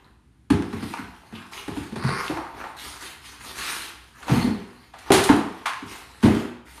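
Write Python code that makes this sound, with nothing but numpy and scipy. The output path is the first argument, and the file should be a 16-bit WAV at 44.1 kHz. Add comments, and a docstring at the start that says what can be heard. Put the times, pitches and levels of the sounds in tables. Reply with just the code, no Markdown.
"""Drywall is slapped down into a plastic trash can, dragged out over the rim, snapped across a knee and dropped in.
Each blow flexes the board and rings the modes of the can; loose rubble clatters after it.
Shaped noise bursts make the knocks, cracks and chips of the gypsum; streams of grains make grit and paper hiss.
Stick-slip pulses through resonances make the judder on the rim.
A bare kitchen rings with all of it, over a low rumble of air."""
import sys
import numpy as np
from scipy import signal
from scipy.io import wavfile
from scipy.ndimage import uniform_filter1d

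SR = 44100
rng = np.random.default_rng(int(sys.argv[2]) if len(sys.argv) > 2 else 0)


def wav_out(sig):
    """Save sig, one row per channel (or a flat mono array), as 16-bit PCM at SR to the path in sys.argv[1]."""
    wavfile.write(sys.argv[1], SR, np.round(np.clip(np.atleast_2d(sig).T, -1, 1) * 32767).astype(np.int16))


N = 299868
TIME = np.arange(N) / SR
BINS = np.fft.rfftfreq(8192, 1 / SR)  # filter frequencies [Hz]

# the board lands on the can or is struck by hand or knee: (time [s], level [dB], flex pitch [Hz],
# contact time [s], can boom re level [dB], edge knock re level [dB])
BLOWS = [(0.501, -18, 268, 0.0075, 6, -4), (0.727, -31, 245, .012, 5.5, -5.5),
         (0.826, -32.5, 268, 0.0045, 5, -4.5), (0.985, -36.5, 257, .012, 1.5, -12),
         (1.322, -41, 222, 0.0085, 7, -5), (1.678, -30.5, 330, .006, 2.5, -3.5),
         (1.763, -31.5, 280, .012, 4, -3.5), (1.919, -30, 201, .011, -13, -12),
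         (1.957, -31.5, 368, 0.00924, 2, -1), (2.036, -20, 136, 0.0136, -3.5, -11),
         (2.086, -29, 432, 0.00606, -8, -4), (2.291, -24.5, 326, 0.012, -8, -10),
         (4.288, -24, 301, 0.015, 4, -4), (4.307, -17, 150, 0.0096, 3.5, -12.5),
         (4.356, -24, 239, 0.014, 0, -5.5), (4.442, -20, 233, .007, -10, -14),
         (4.470, -20.5, 225, 0.00704, -3.5, -18.5), (5.104, -10, 378, 0.0039, -8.5, -13.5),
         (5.134, -17.5, 373, .014, -2.5, -1.5), (5.296, -9.5, 262, 0.0049, -9, -10.5),
         (5.819, -39, 256, 0.0093, 3, -10), (6.227, -13.5, 225.2, .014, -1.5, -8.5),
         (6.241, -13, 114.7, 0.011, -10, -12.5), (6.256, -14, 325.4, 0.00503, -2, -11.5),
         (6.302, -30, 225, 0.015, -1, -11), (6.351, -27.5, 304, .012, -3, -11)]
# bending modes of the board: (multiple of the flex pitch [ratio], level [dB])
BENDS = [(.42, -7.5), (1.002, 4.5), (1.65, -6.5), (2.1, -19.5)]
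# wall and air modes of the can: (frequency [Hz], level [dB], t60 [s])
CAN_MODES = [(61.6, -19, 0.48), (78.8, 1.5, 0.22), (97.6, -1, 0.51), (112.3, 1, 0.43), (152.6, -2, 0.24),
             (183.4, 3, 0.34), (223, 0, 0.29), (243.7, -8, 0.59), (279.7, -1.5, 0.21), (341.8, 0, 0.32),
             (403.4, -6, 0.48), (452.5, -7.5, 0.16), (492, -16, 0.55), (710, -10.5, 0.34), (785, -8, .3),
             (950, -30, .3)]
# shares of the contact time: the wait before the board flexes, and the swell of that flex
LAG_SHARE, SWELL_SHARE = 0.4736, 0.42
# after each blow the board drops back once
REBOUND_S, REBOUND_DB = .066, -17.5
# spectrum of rubble shifting under a blow: (frequency [Hz], density [dB per Hz])
RUBBLE_SPECTRUM = [(50, -39), (90, -16), (150, -12), (220, -1.5), (480, 4.5), (620, -8), (1100, -6.5),
                   (2000, -30), (6000, -72)]

# the gypsum core cracks or chips, in the open or hidden behind can and body: (time [s], level [dB],
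# corner pitch [Hz], treble slope [dB per octave], crumbling time [s], room re direct sound [dB])
CRACKS = [(.937, -28, 754, -9, 0.0034, -8), (1.233, -46, 690, -21, .0025, -4),
          (1.349, -38.5, 2220, -16, .017, -3.5), (1.533, -38, 2200, -11, .004, -4),
          (2.28, -31, 2480, -17, 0.0023, -16), (2.303, -28, 750, -28, .018, -5),
          (2.371, -23.5, 716, -15.5, 0.0032, -0.5), (2.639, -31, 707, -12, 0.0037, 0.5),
          (4.227, -37.5, 1150, -8, 0.0058, -6), (4.281, -28, 620, -9.5, 0.0045, 6),
          (4.936, -40, 637, -8.5, 0.011, 2), (4.984, -44.5, 1221, -3.5, 0.0054, 4),
          (5.103, -12, 557, -11.5, 0.0061, -9.5), (5.119, -14, 654, -2.5, 0.0019, 5),
          (5.134, -17.5, 625, -3, 0.011, 5), (5.237, -18.5, 2570, 0.5, 0.0086, -2.5),
          (5.29, -14.5, 716, -11, 0.0036, 0.5), (5.656, -18.5, 870, -7.5, 0.014, -1.5),
          (6.281, -25, 507, -15, 0.0033, -0.5), (6.776, -44, 932, -6, 0.0045, -5)]
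# the knock of a blunt edge: corner pitch, treble slope per octave, room re direct sound
EDGE_CORNER_HZ, EDGE_SLOPE_DB, EDGE_ROOM_DB = 687, -6.5, -1
# the chip that every contact sheds: longest fall, level re the contact, crumbling time, room re direct
CHIP_FALL_S, CHIP_DB, CHIP_CRUMBLE_S, CHIP_ROOM_DB = .13, -16, 0.0018, -7.5

# the board slides on rim, glove or rubble:
# (start [s], length [s], level before the mix [dB], paper hiss re level [dB])
STROKES = [(0.699, 0.19, -37.5, -9), (.81, 0.21, -42.5, 3), (0.92, .13, -36, -11.5),
           (1.296, 0.28, -44, -10), (1.511, 0.17, -36.5, -1), (1.642, .34, -41, -3),
           (2.172, .26, -34, -3.5), (2.535, 0.2, -35.5, -10.5), (2.764, .27, -40, 6),
           (3.006, 0.15, -37.5, 3.5), (3.212, 0.18, -45, 5), (3.397, 0.21, -38, 2.5), (3.548, .38, -32, 4),
           (4.15, 0.21, -42, -6), (4.26, 0.26, -29, -3), (5.058, .09, -33, -9.5), (5.856, 0.2, -38, 0.5),
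           (6.217, 0.29, -33, -5.5), (6.649, 0.3, -47.5, 2.5)]
# a stroke's speed is an arch: under 1 the skew brings its top forward, a higher power narrows it
STROKE_SKEW, STROKE_POWER = 0.59, 1.01
# the board rustles in the gloves, under and between strokes:
# (start [s], end [s], level before the mix [dB], paper hiss re level [dB])
HOLDS = [(0, 0.052, -52, -11), (.6, 4.87, -53.5, -1.5), (5, 6.4, -50, -1.5)]
# spectrum of grinding gypsum grit: (frequency [Hz], density [dB per Hz])
GRIT_SPECTRUM = [(60, 6), (160, -4.5), (330, 2.5), (600, -2), (900, 6.5), (1700, 3), (2600, -3.5),
                 (4300, -18), (6500, -25), (14000, -69)]
# spectrum of the hissing paper face: (frequency [Hz], density [dB per Hz])
HISS_SPECTRUM = [(500, -27), (2000, 2.5), (4200, 3), (6500, -0.5), (10000, -4), (13000, 1), (15000, 0)]

# the edge juddering up the rim:
# (time [s], level before the mix [dB], mean slip rate [per s], squeak pitch [Hz])
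JUDDER = [(1.97, -40, 67.5, 4040), (2.04, -30.5, 80, 4530), (2.091, -25, 92, 4200), (2.148, -28, 120, 4430),
          (2.21, -25, 200, 5130), (2.26, -67, 98, 5100)]
# resonances of the juddering board: (frequency [Hz], half the width of each filter pass [Hz], level [dB])
BOARD_RESONANCES = [(480, 110, 0.5), (1110, 135, 4), (1314, 300, 4), (1700, 460, -1)]

# first reflections from floor, wall and cabinets: (delay [s], gain [ratio])
ECHOES = [(.0042, 0.13), (.0075, 0.26), (0.0115, -0.23), (0.02, 0.27), (.031, .25), (.036, -0.23)]
# reverberation of the kitchen: (frequency [Hz], t60 [s])
ROOM_DECAY = [(80, 0.24), (250, 0.5), (600, 0.72), (1200, 0.72), (3500, 0.67), (8000, 0.52), (14000, 0.43)]
# spectrum of the background air: (frequency [Hz], density [dB per Hz])
AIR_SPECTRUM = [(20, -35), (40, -16), (60, 0), (85, -9), (118, -5), (170, -17), (300, -19), (500, -33),
                (1200, -32), (3000, -39), (8000, -43), (15000, -46)]
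AIR_DB = -55
# colour of room and microphone: (frequency [Hz], gain [dB])
COLOUR = [(30, -15.5), (65, 2), (100, -3.5), (140, -1), (230, 2), (400, 1.5), (500, -2), (610, -4.5),
          (800, -2), (1100, -1.5), (1900, -1.5), (4200, -2.5), (5600, -6), (6600, -5), (7900, -6),
          (9300, 0), (12000, -8), (14800, -20.5)]
EDGE_HZ = 15000  # upper band limit


def thuds(softness=0.7):
    """The board flexes for a few cycles and sets the can booming; slow blows reach only its low modes."""
    out, t = np.zeros(N), TIME[:SR // 2]
    rings = np.array([(-1) ** k * amp(db - 60 * t / t60) * np.sin(2 * np.pi * hz * t)
                      for k, (hz, db, t60) in enumerate(CAN_MODES)])
    can_hz = np.array(CAN_MODES)[:, 0]
    for s, db, hz, swell, boom_db in flexes():
        bending = sum(amp(level) * np.sin(2 * np.pi * hz * multiple * t) for multiple, level in BENDS)
        flex = t * np.exp(-t / swell) * bending
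        mode_drive = 1 / (1 + (softness * swell * can_hz) ** 2)
        can = mode_drive @ rings
        add(out, s, amp(db) * (blow(flex) + amp(boom_db) * blow(can)))
    return out


def flexes():
    """Each blow bends the board just after contact, longer if softer, and once more as it drops back."""
    bends = []
    for s, db, hz, contact, boom_db, _ in BLOWS:
        start, swell = s + LAG_SHARE * contact, SWELL_SHARE * contact
        bends.append((start, db, hz, swell, boom_db))
        bends.append((start + REBOUND_S, db + REBOUND_DB, hz, swell, boom_db))
    return bends


def rubble(rubble_db=-12, settle_s=0.011):
    """Every blow jolts loose pieces, which clatter dully and settle."""
    jolts, t = np.zeros(N), TIME[:SR // 4]
    for s, db, *_ in flexes():
        clatter = np.exp(-t / settle_s) * grains(len(t), per_s=600, spread_db=5, dust=0.28)
        add(jolts, s, amp(db) * blow(clatter))
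    shape_db = read(RUBBLE_SPECTRUM, BINS)
    return amp(rubble_db) * tint(jolts, shape_db) / np.sqrt(np.mean(amp(shape_db) ** 2))


def knocks(rise=0.31, build_s=0.0012, ring_db=4, ring_octaves=0.074, bass_slope_db=25):
    """A contact crumbles away into the room; smaller pieces ring higher, each with its own treble slope."""
    out, t = np.zeros(N), TIME[:SR // 6]
    for s, db, hz, slope_db, crumble, room_db in contacts():
        force = np.exp(-t / crumble) * (1 - np.exp(-t / (rise * crumble)))
        burst = blow(force * grains(len(t), per_s=2000, spread_db=1.5, dust=0.41))
        heard = amp(room_db) * blow(tail(build_s + crumble / 2))
        add(heard, 0, reflected(burst))
        octaves = np.log2((BINS + 1) / hz)  # above the corner pitch
        shape_db = slope_db * np.maximum(octaves - .4, 0) + bass_slope_db * np.minimum(octaves, 0)
        # the piece's first modes stand out
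        shape_db += ring_db * np.exp(-((octaves - .3) / ring_octaves) ** 2)
        add(out, s, amp(db) * tint(heard, shape_db) / np.sqrt(np.mean(amp(shape_db) ** 2)))
    return out


def contacts():
    """Cracks, and the edge knock opening every blow; each sheds a chip that lands later and rings higher."""
    hits = list(CRACKS)
    for s, db, _, contact, _, edge_db in BLOWS:
        hits.append((s, db + edge_db, EDGE_CORNER_HZ, EDGE_SLOPE_DB, contact, EDGE_ROOM_DB))
    chips = []
    for (s, db, hz, slope_db, *_), (fall, smallness) in zip(hits, rng.random((len(hits), 2))):
        landing = s + CHIP_FALL_S * np.sqrt(fall)
        chips.append((landing, db + CHIP_DB, hz * 2 ** smallness, slope_db, CHIP_CRUMBLE_S, CHIP_ROOM_DB))
    return hits + chips


def scrapes(grit_db=-2.0, hiss_db=2.0, crumb_db=-10, catch_db=1.67):
    """Gypsum grit grinds and the paper face hisses, both catching unevenly as the board slides."""
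    grit_grains = grains(N, per_s=820, spread_db=4.5, dust=0.93)
    grit = amp(grit_db) * unit(tint(grit_grains, read(GRIT_SPECTRUM, BINS))) + amp(crumb_db) * crumbs()
    paper_grains = grains(N, per_s=2500, spread_db=1.5, dust=0.83)
    hiss = unit(tint(paper_grains, read(HISS_SPECTRUM, BINS)))
    grinding, brushing = rubbing()
    out = grinding * grit + amp(hiss_db) * brushing * hiss
    return shimmer(out, patch_db=3.0) * amp(catch_db * wander(N, per_s=78))


def rubbing(grip_s=0.094):
    """Gains of grit and of paper over time: arched strokes above the steady rustle of holding."""
    moves = []
    for s, length, db, paper_db in STROKES:
        u = np.clip((TIME - s) / length, 0, 1)
        moves.append((amp(db) * abs(np.sin(np.pi * u ** STROKE_SKEW)) ** STROKE_POWER, paper_db))
    for start, end, db, paper_db in HOLDS:
        grip = np.clip(np.minimum(TIME - start, end - TIME) / grip_s + 1, 0, 1)
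        moves.append((amp(db) * grip, paper_db))
    grit_gain = np.sqrt(sum(g ** 2 for g, _ in moves))
    paper_gain = np.sqrt(sum((g * amp(paper_db)) ** 2 for g, paper_db in moves))
    return grit_gain, paper_gain


def crumbs(ring_s=0.00079, count=300):
    """Now and then a larger crumb ticks, each a short decaying sine at its own pitch."""
    out, t = np.zeros(N), TIME[:SR // 100]
    for when, pitch, size in rng.random((count, 3)):
        hz = 1000 * 4.5 ** pitch
        add(out, when * TIME[-1], size * np.exp(-t / ring_s) * np.sin(2 * np.pi * hz * t))
    return unit(out)


def shimmer(x, patch_db):
    """The colour shifts in random patches of time and frequency as the points of contact change."""
    z = signal.stft(x, SR, nperseg=512)[2]
    field = uniform_filter1d(rng.standard_normal(z.shape), size=9, axis=0)
    field = uniform_filter1d(field, size=9, axis=1)
    return signal.istft(z * amp(patch_db * unit(field)), SR, nperseg=512)[1][:len(x)]


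def judder(jitter=0.28, squeak_db=-7, overtone_db=-16, pass_width_hz=1600):
    """The edge sticks and slips on the rim; noisy slips ring the board and a squeak of moving pitch."""
    s, *columns = np.transpose(JUDDER)
    t = np.arange(s[0], s[-1], 1 / SR)
    db, rate, hz = (np.interp(t, s, c) for c in columns)
    turns = np.cumsum(rate * (1 + jitter * wander(len(t), per_s=150))) / SR
    slips = (0.36 + np.exp(-(turns % 1) / 0.14)) * rng.standard_normal(len(t))
    board = unit(sum(amp(level) * resonate_twice(slips, f, 2 * w) for f, w, level in BOARD_RESONANCES))
    squeak = unit(resonate_twice(slips, hz, pass_width_hz))
    overtone = unit(resonate_twice(slips, 2 * hz, 2 * pass_width_hz))
    out = np.zeros(N)
    add(out, s[0], amp(db) * (board + amp(squeak_db) * squeak + amp(overtone_db) * overtone))
    return out


def kitchen(x, wet_db, build_s, turns_per_s=1.7, count=3):
    """A sound with its reflections, and reverberation that turns steadily between several diffuse tails."""
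    wet = np.zeros(N)
    for k in range(count):
        feed = np.sqrt(2 / count) * np.cos(2 * np.pi * (turns_per_s * TIME + k / count))
        wet += signal.oaconvolve(x * feed, tail(build_s))[:N]
    return reflected(x) + amp(wet_db) * wet


def reflected(x):
    """Direct sound and its first reflections."""
    out = x.copy()
    for delay, gain in ECHOES:
        add(out, delay, gain * x)
    return out


def tail(build_s):
    """Diffuse reverberation of energy 1 that builds up and dies band by band."""
    hz, t = np.fft.rfftfreq(512, 1 / SR), TIME[:SR * 2 // 3:256]
    z = rng.standard_normal((len(hz), 2 * len(t))).view(complex)
    decay = np.exp(-np.log(1000) * t / read(ROOM_DECAY, hz)[:, None])
    ring = signal.istft(z * decay, window="cosine")[1]
    ring *= 1 - np.exp(-TIME[:len(ring)] / build_s)
    return ring / np.sqrt(np.sum(ring ** 2))


def room_air():
    """A low rumble of air: steady noise shaped by its spectrum."""
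    return amp(AIR_DB) * unit(tint(rng.standard_normal(N), read(AIR_SPECTRUM, BINS)))


def grains(count, per_s, spread_db, dust):
    """Crumbs of uneven size breaking loose, over a bed of fine dust."""
    bed = rng.standard_normal(count)
    at = np.flatnonzero(rng.random(count) < per_s / SR)
    size = np.minimum(rng.standard_exponential(count)[at], 4)
    clicks = np.zeros(count)
    clicks[at] = np.sign(bed[at]) * amp(spread_db * size)
    return unit(unit(clicks) + dust * bed[::-1])


def wander(count, per_s):
    """A slow random curve: straight lines between per_s normal random points a second."""
    knots = rng.standard_normal(N // 10)
    return np.interp(np.arange(count) * per_s / SR, np.arange(len(knots)), knots)


def resonate(x, hz, width):
    """A resonance of gain 1 whose pitch may follow a curve: shift to 0 Hz, smooth, shift back."""
    turn = np.exp(2j * np.pi * np.cumsum(hz * np.ones(len(x))) / SR)
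    r = np.exp(-np.pi * width / SR)
    return 2 * (turn * signal.lfilter([1 - r], [1, -r], x / turn)).real


def resonate_twice(x, hz, width):
    """Two passes of one resonance, for steeper skirts."""
    return resonate(resonate(x, hz, width), hz, width)


def tint(x, db):
    """Causal minimum-phase filter with the gain db at BINS."""
    log_gain = np.log(amp(np.maximum(db, -100)))
    circle = np.concatenate([log_gain, log_gain[-2:0:-1]])
    taps = np.fft.ifft(np.exp(np.conj(signal.hilbert(circle)))).real[:len(BINS)]
    return signal.oaconvolve(x, taps)[:len(x)]


def read(points, hz):
    """Reads a table on a log-frequency axis."""
    f, value = np.transpose(points)
    return np.interp(np.log(hz + 1), np.log(f), value)


def add(mix, s, sound):
    """Mixes a sound in at time s."""
    part = mix[round(s * SR):][:len(sound)]
    part += sound[:len(part)]


def amp(db):
    """Decibels to gain."""
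    return 10 ** (np.asarray(db) / 20)


def unit(x):
    """Scales to rms 1."""
    return x / np.sqrt(np.mean(x ** 2) + 1e-20)


def blow(x):
    """Scales to the energy of 10 ms at rms 1."""
    return x * np.sqrt(.01 * SR / (np.sum(x ** 2) + 1e-20))


def scene():
    """All the handling in the room, over a low rumble of air."""
    heavy = kitchen(thuds() + rubble(), wet_db=-1.0, build_s=0.0024)
    sliding = kitchen(scrapes() + judder(), wet_db=-4.5, build_s=0.021)
    return (heavy + knocks() + amp(-4.5) * sliding + room_air())[None]


def record(dry, ceiling=1.0):
    """Colour of room and microphone, softly rounded peaks and the band limit."""
    coloured = tint(dry[0], read(COLOUR, BINS))
    rounded = ceiling * np.tanh(coloured / ceiling)
    band_limit = signal.firwin(255, EDGE_HZ, window=("kaiser", 9), fs=SR)
    return signal.oaconvolve(rounded, band_limit, "same")[None]


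dry = scene()
out = record(dry)
wav_out(out)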